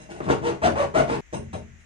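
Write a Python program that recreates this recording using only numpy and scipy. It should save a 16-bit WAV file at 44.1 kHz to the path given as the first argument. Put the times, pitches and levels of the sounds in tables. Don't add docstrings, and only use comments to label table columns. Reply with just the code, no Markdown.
import sys
import numpy as np
from scipy import signal
from scipy.fft import rfft, irfft, next_fast_len
from scipy.io import wavfile
from scipy.ndimage import map_coordinates

SR = 44100
rng = np.random.default_rng(int(sys.argv[2]) if len(sys.argv) > 2 else 0)


def materialize(psi):
    bounded = np.clip(np.atleast_2d(psi).T, -1, 1)
    quanta = np.round(bounded * 32767).astype(np.int16)
    wavfile.write(sys.argv[1], SR, quanta)


def gain_from_db(level_db):
    decades = np.asarray(level_db, float) / 20
    return 10 ** decades


N = 81585
SPAN = next_fast_len(SR)
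HZ = np.fft.rfftfreq(SPAN, 1 / SR)

# pitch_hz [Hz], level_db [dB per Hz]
AIR_TONE = [(200, -11), (1000, -18.5), (2000, -6.5), (2800, -15.5), (4600, -29), (6600, -15.5), (9900, -40),
            (13000, -41)]
# pitch_hz [Hz], level_db [dB per Hz]
HUM_TONE = [(12, -33.5), (30, 4.5), (60, 16.5), (91, -5.5), (141, -6), (222, -15.5), (400, -17), (700, -61)]
# pitch_hz [Hz], t60_s [s]
ROOM_DECAY = [(80, 0.87), (200, 0.46), (500, 0.25), (1000, 0.26), (4000, 0.26), (10000, 0.24),
              (15000, 0.17)]
# pitch_hz [Hz], level_db [dB]
ROOM_LEVEL = [(60, -1.5), (300, -2.5), (800, -3), (4000, 2.5)]
# pitch_hz [Hz], level_db [dB]
LEFT_LEAN = [(60, 0), (150, 7), (350, 0.5), (1000, 4), (3000, -0.1), (6000, 1), (9000, -4.5), (13000, -0.5)]
# pitch_hz [Hz], width_hz [Hz], level_db [dB]
PANEL_MODES = [(83.5, 1.9, 11.5), (136.4, 7, 13), (187.4, 10.6, 6), (226.3, 3, 12.5), (336.8, 19, 2.5),
               (416, 7.9, 9.5), (462.5, 16.2, 3.5), (560, 9.7, 12), (621.4, 26, 10.5), (692, 20, 10),
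               (751, 33, 5.5), (917, 78, 10.5), (1109.4, 19, 2), (1484, 90, 8)]
# pitch_hz [Hz], level_db [dB]
CRUMB_TONE = [(25, -29.5), (60, -5), (100, -6.5), (200, -5.5), (500, -7), (1000, -16.5), (2500, -32.5),
              (8000, -91.5)]
# pitch_hz [Hz], level_db [dB]
BITE_TONE = [(60, -39.5), (200, 1.5), (400, 2.5), (700, -0.5), (1100, 0), (1500, -6.5), (2500, -15),
             (9000, -100.5)]
# pitch_hz [Hz], level_db [dB per Hz]
GRIT_TONE = [(800, -34), (1500, 3), (2700, -3.5), (4000, -12), (6500, -15), (9000, -22.5), (10500, -26.5),
             (13300, -68)]
# pitch_hz [Hz], width_hz [Hz], level_db [dB]
SIZZLE_MODES = [(15250, 700, -38), (12800, 700, -40), (11700, 600, -33)]
# pitch_hz [Hz], width_hz [Hz], level_db [dB]
BLADE_MODES = [(2730, 50, -0.5), (3920, 39, -5.5), (5270, 100, -6.5), (6290, 120, -1.5), (8240, 300, -6.5),
               (8420, 100, -2), (9400, 80, 4.5)]
# pitch_hz [Hz], level_db [dB]
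THUD_TONE = [(80, -34.5), (250, -0.5), (500, -4), (900, -10.5), (1600, -17), (4000, -44.5), (9000, -61.5),
             (12000, -110)]
# start_s [s], level_db [dB], boom_db [dB]
TIP_KNOCKS = [(0.2042, -6, -1), (0.2068, -7.5, -7.5), (0.2092, -10.5, -0.5), (0.281, -13.5, 12.5),
              (0.299, 0.5, -5.5), (0.302, 5, -3.5), (0.309, 3.5, -9), (0.6418, 0.5, -1), (0.672, 0.5, -1),
              (.681, 2.7, -4.2), (.9665, 1.5, -3.5), (0.9691, 1, -7), (.998, -2, -3.5), (1.0988, 0, -10.5),
              (1.334, -23, 18), (1.342, -25.5, 13), (1.372, -18, 5), (1.539, -19.5, 12.5)]
# start_s [s], length_s [s], level_db [dB], grit_db [dB], song_db [dB]
LIGHT_SCRAPES = [
    (-.03, 0.11, -47, 3.5, -8),
    (0.089, 0.16, -43, 1, -11.5),
    (1.326, 0.054, -32, -2, -7.5),
    (1.529, 0.039, -32.5, -3.5, -9.5),
    (1.791, 0.043, -91, 31, -8.5),
]
# start_s [s], length_s [s], level_db [dB], top_tooth_hz [Hz], grit_db [dB]
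SAW_STROKES = [
    (0.215, 0.053, -49.5, 303.2, 11.5),
    (0.255, 0.05, -40.5, 140, -1.5),
    (0.281, .062, -31, 481.6, 7),
    (0.417, 0.11, -35, 490, 6.5),
    (0.615, 0.076, -27, 728, 5.5),
    (0.747, 0.11, -31, 583.1, 3),
    (0.936, 0.087, -26.5, 725.3, 4),
    (1.067, 0.11, -37, 470.6, 8),
]
# pitch_hz [Hz], width_hz [Hz], level_db [dB], rumble_db [dB]
BLADE_FLEX = [(397, 61, -2.5, -3.5), (140, 90, 11, 0), (429, 23, 2.5, -1), (332.6, 26, 8, 1.7),
              (668, 210, -8, -2), (580, 125, -4.5, -3.5), (676, 63, -12.5, -1.5), (236.5, 17, 7, 7.9)]
# pitch_hz [Hz], level_db [dB]
TREBLE_BAR = [(8800, -25), (9900, 2), (11500, -5), (13000, -15), (14200, -17), (15000, -13)]

CHANGE_S, FADE_S = 1.2072, 0.0001


def unit(x):
    return x / np.sqrt(np.mean(x ** 2) + 1e-20)


def unit_power(response):
    return response / np.sqrt(np.mean(abs(response) ** 2))


def along(points, hz):
    pitch_hz, value = np.transpose(points)
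    return np.interp(np.log(hz + 1), np.log(pitch_hz + 1), value)


def wobble(rate_hz, size=N):
    knots = rng.standard_normal(int(size * rate_hz / SR) + 4)
    return map_coordinates(knots, [np.arange(size) * rate_hz / SR])


def causal(points):
    cepstrum = irfft(np.log(gain_from_db(along(points, HZ)) + 1e-6), SPAN)
    cepstrum[1:SPAN // 2] *= 2
    cepstrum[SPAN // 2 + 1:] = 0
    return np.exp(rfft(cepstrum))


def modes(table):
    total = 0
    for k, (pitch_hz, width_hz, level_db) in enumerate(table):
        damping = 1j * HZ * width_hz
        total = total + (-1) ** k * gain_from_db(level_db) * damping / (pitch_hz ** 2 - HZ ** 2 + damping)
    return total


def noise_layer(points):
    size = next_fast_len(N)
    hz = np.fft.rfftfreq(size, 1 / SR)
    spectrum = rfft(rng.standard_normal((2, size))) * gain_from_db(along(points, hz)) * (hz < 13100)
    return unit(irfft(spectrum, size)[:, :N])


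def air():
    whine_hz = 10200
    whine = gain_from_db(-96 + 2.2 * wobble(20)) * np.sin(2 * np.pi * whine_hz * np.arange(N) / SR)
    hiss = gain_from_db(-57.5 + 0.53 * wobble(2.8)) * noise_layer(AIR_TONE)
    hum = gain_from_db(-57 + 2.3 * wobble(1.4)) * noise_layer(HUM_TONE) * gain_from_db([[1.5], [-1.5]])
    return whine + hiss + hum


def room():
    lag_s, shared_hz = 0.00026, 155
    turn_rad, turn_hz = 0.86, 500
    _, t, z = signal.stft(rng.standard_normal((2, SR // 2)), SR, nperseg=256)
    hz = np.fft.rfftfreq(256, 1 / SR)
    decay = gain_from_db(-60 * t / along(ROOM_DECAY, hz)[:, None])
    tail = signal.istft(z * decay, SR, nperseg=256)[1]
    a, b = rfft(tail / np.linalg.norm(tail[0]), SPAN)
    turn = turn_rad * np.exp(-np.log(HZ / turn_hz + 1e-9) ** 2)
    late = np.exp(-2j * np.pi * HZ * lag_s - 1j * turn)
    apart = HZ ** 2 / (HZ ** 2 + shared_hz ** 2)
    right_tail = np.sqrt(1 - apart) * a + np.sqrt(apart) * b
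    wet = gain_from_db(along(ROOM_LEVEL, HZ)) * np.array([late * a, right_tail])
    direct = np.array([late, np.ones_like(late)])
    return (direct + wet) * gain_from_db(np.outer([0.5, -0.5], along(LEFT_LEAN, HZ)))


def placed(start_s, spectrum):
    out = np.zeros((2, N + 2 * SPAN))
    first = SPAN + round(start_s * SR)
    out[:, first:first + SPAN] = irfft(spectrum * room(), SPAN)
    return out[:, SPAN:SPAN + N]


def responses():
    panel = 1 + modes(PANEL_MODES)
    body = causal(CRUMB_TONE) * panel
    bite = causal(BITE_TONE) * panel
    grit = causal(GRIT_TONE) + modes(SIZZLE_MODES) * (HZ / 15000) ** 4
    drive = causal([(1000, -16.5), (2500, 9.5), (9000, 3.0), (13200, -49.5), (15000, -2.0)])
    blade = modes(BLADE_MODES) * drive
    return [unit_power(response) for response in (body, bite, grit, blade)]


def knocks(body):
    thud = unit_power(causal(THUD_TONE))
    return [placed(start_s, gain_from_db(level_db) * (thud + gain_from_db(boom_db) * body))
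            for start_s, level_db, boom_db in TIP_KNOCKS]


def click(at_s, level_db):
    return gain_from_db(level_db) * (np.arange(N) == round(at_s * SR))


def speed(length_s, rise):
    u = np.clip(np.arange(SR // 5) / SR / length_s, 0, 1)
    arch = u ** rise * (1 - u) ** 0.85
    return arch / arch.max()


def crumbs():
    crumbs_per_s, size_db, chatter_db = 5000, 2, 2.5
    n = SR // 5
    size = gain_from_db(size_db * rng.exponential(size=n)) * rng.standard_normal(n)
    breaks = rng.random(n) < crumbs_per_s / SR
    return unit(size * breaks) * gain_from_db(chatter_db * wobble(88.8, size=n))


def teeth(rate_hz):
    jitter, scatter_db = 0.055, 2.5
    count = np.cumsum(rate_hz) / SR + jitter * wobble(400, size=len(rate_hz))
    strikes = np.diff(np.floor(count), prepend=0) > 0
    blows = strikes * gain_from_db(scatter_db * rng.standard_normal(len(count)))
    return blows * np.sqrt(SR / rate_hz.max())


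def stroke(paths, start_s, length_s, level_db, grit_db, tooth_hz=0, song_db=-18, flex=(300, 50, -40, 0)):
    body, bite, grit, blade = paths
    v = speed(length_s, 0.75 if tooth_hz else 0.19)
    force, grind = v ** 0.77, v ** 1.27
    blows = (tooth_hz > 0) * gain_from_db(8) * teeth(tooth_hz * np.sqrt(v) + 1)
    fine = rfft(grind * (crumbs() + 0.27 * blows), SPAN)
    rumble = gain_from_db(flex[3]) * rfft(force * crumbs(), SPAN) * body
    bites = rfft(force * blows, SPAN) * bite
    panel = (rumble + bites) * (1 + modes([flex[:3]]))
    song = gain_from_db(song_db - 7.5) * rfft(grind * crumbs(), SPAN) * blade
    sound = panel + gain_from_db(grit_db) * (gain_from_db(-13.5) * fine * grit + song)
    return placed(start_s, gain_from_db(level_db) * sound)


def scrapes(paths):
    return [stroke(paths, start_s, length_s, level_db, grit_db, song_db=song_db)
            for start_s, length_s, level_db, grit_db, song_db in LIGHT_SCRAPES]


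def sawing(paths):
    total = 0
    for (start_s, length_s, level_db, tooth_hz, grit_db), flex in zip(SAW_STROKES, BLADE_FLEX):
        total = total + stroke(paths, start_s, length_s, level_db, grit_db, tooth_hz=tooth_hz, flex=flex)
    return total


def masked(x):
    bar_db, loudness_law, scatter_db = -58, 1.15, 6
    floor_db, floor_hz, top_hz = -110, 13100, 15770
    hz, t, z = signal.stft(x, SR, nperseg=2048)
    loud = np.sqrt(np.mean(np.sum(abs(z) ** 2, axis=1), axis=0)) / 0.05
    bands = rng.standard_normal((40, len(t)))[(hz / 600).astype(int)]
    shape_db = bar_db + along(TREBLE_BAR, hz)[:, None] + scatter_db * bands
    bar = 0.05 * loud ** loudness_law * gain_from_db(shape_db)
    bar = bar + gain_from_db(floor_db) * (hz > floor_hz)[:, None]
    heard = (abs(z).max(axis=0) > bar) & (hz < top_hz)[:, None]
    return signal.istft(z * heard, SR, nperseg=2048)[1][:, :N]


def scene():
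    paths = responses()
    light, taps = scrapes(paths), knocks(paths[0])
    before = sawing(paths) + sum(taps[:14]) + sum(light[:2])
    after = sum(light[2:]) + sum(taps[14:])
    gate = np.clip((CHANGE_S - np.arange(N) / SR) / FADE_S, 0, 1)
    snap = click(CHANGE_S - FADE_S, -50)
    first_tick = click(0.2030, -52)
    return masked(before * gate + after + air()) + snap + first_tick


def roll_off(x):
    return signal.sosfilt(signal.butter(12, 15790, fs=SR, output="sos"), x)


def record(dry):
    return roll_off(dry)


dry = scene()
out = record(dry)
materialize(out)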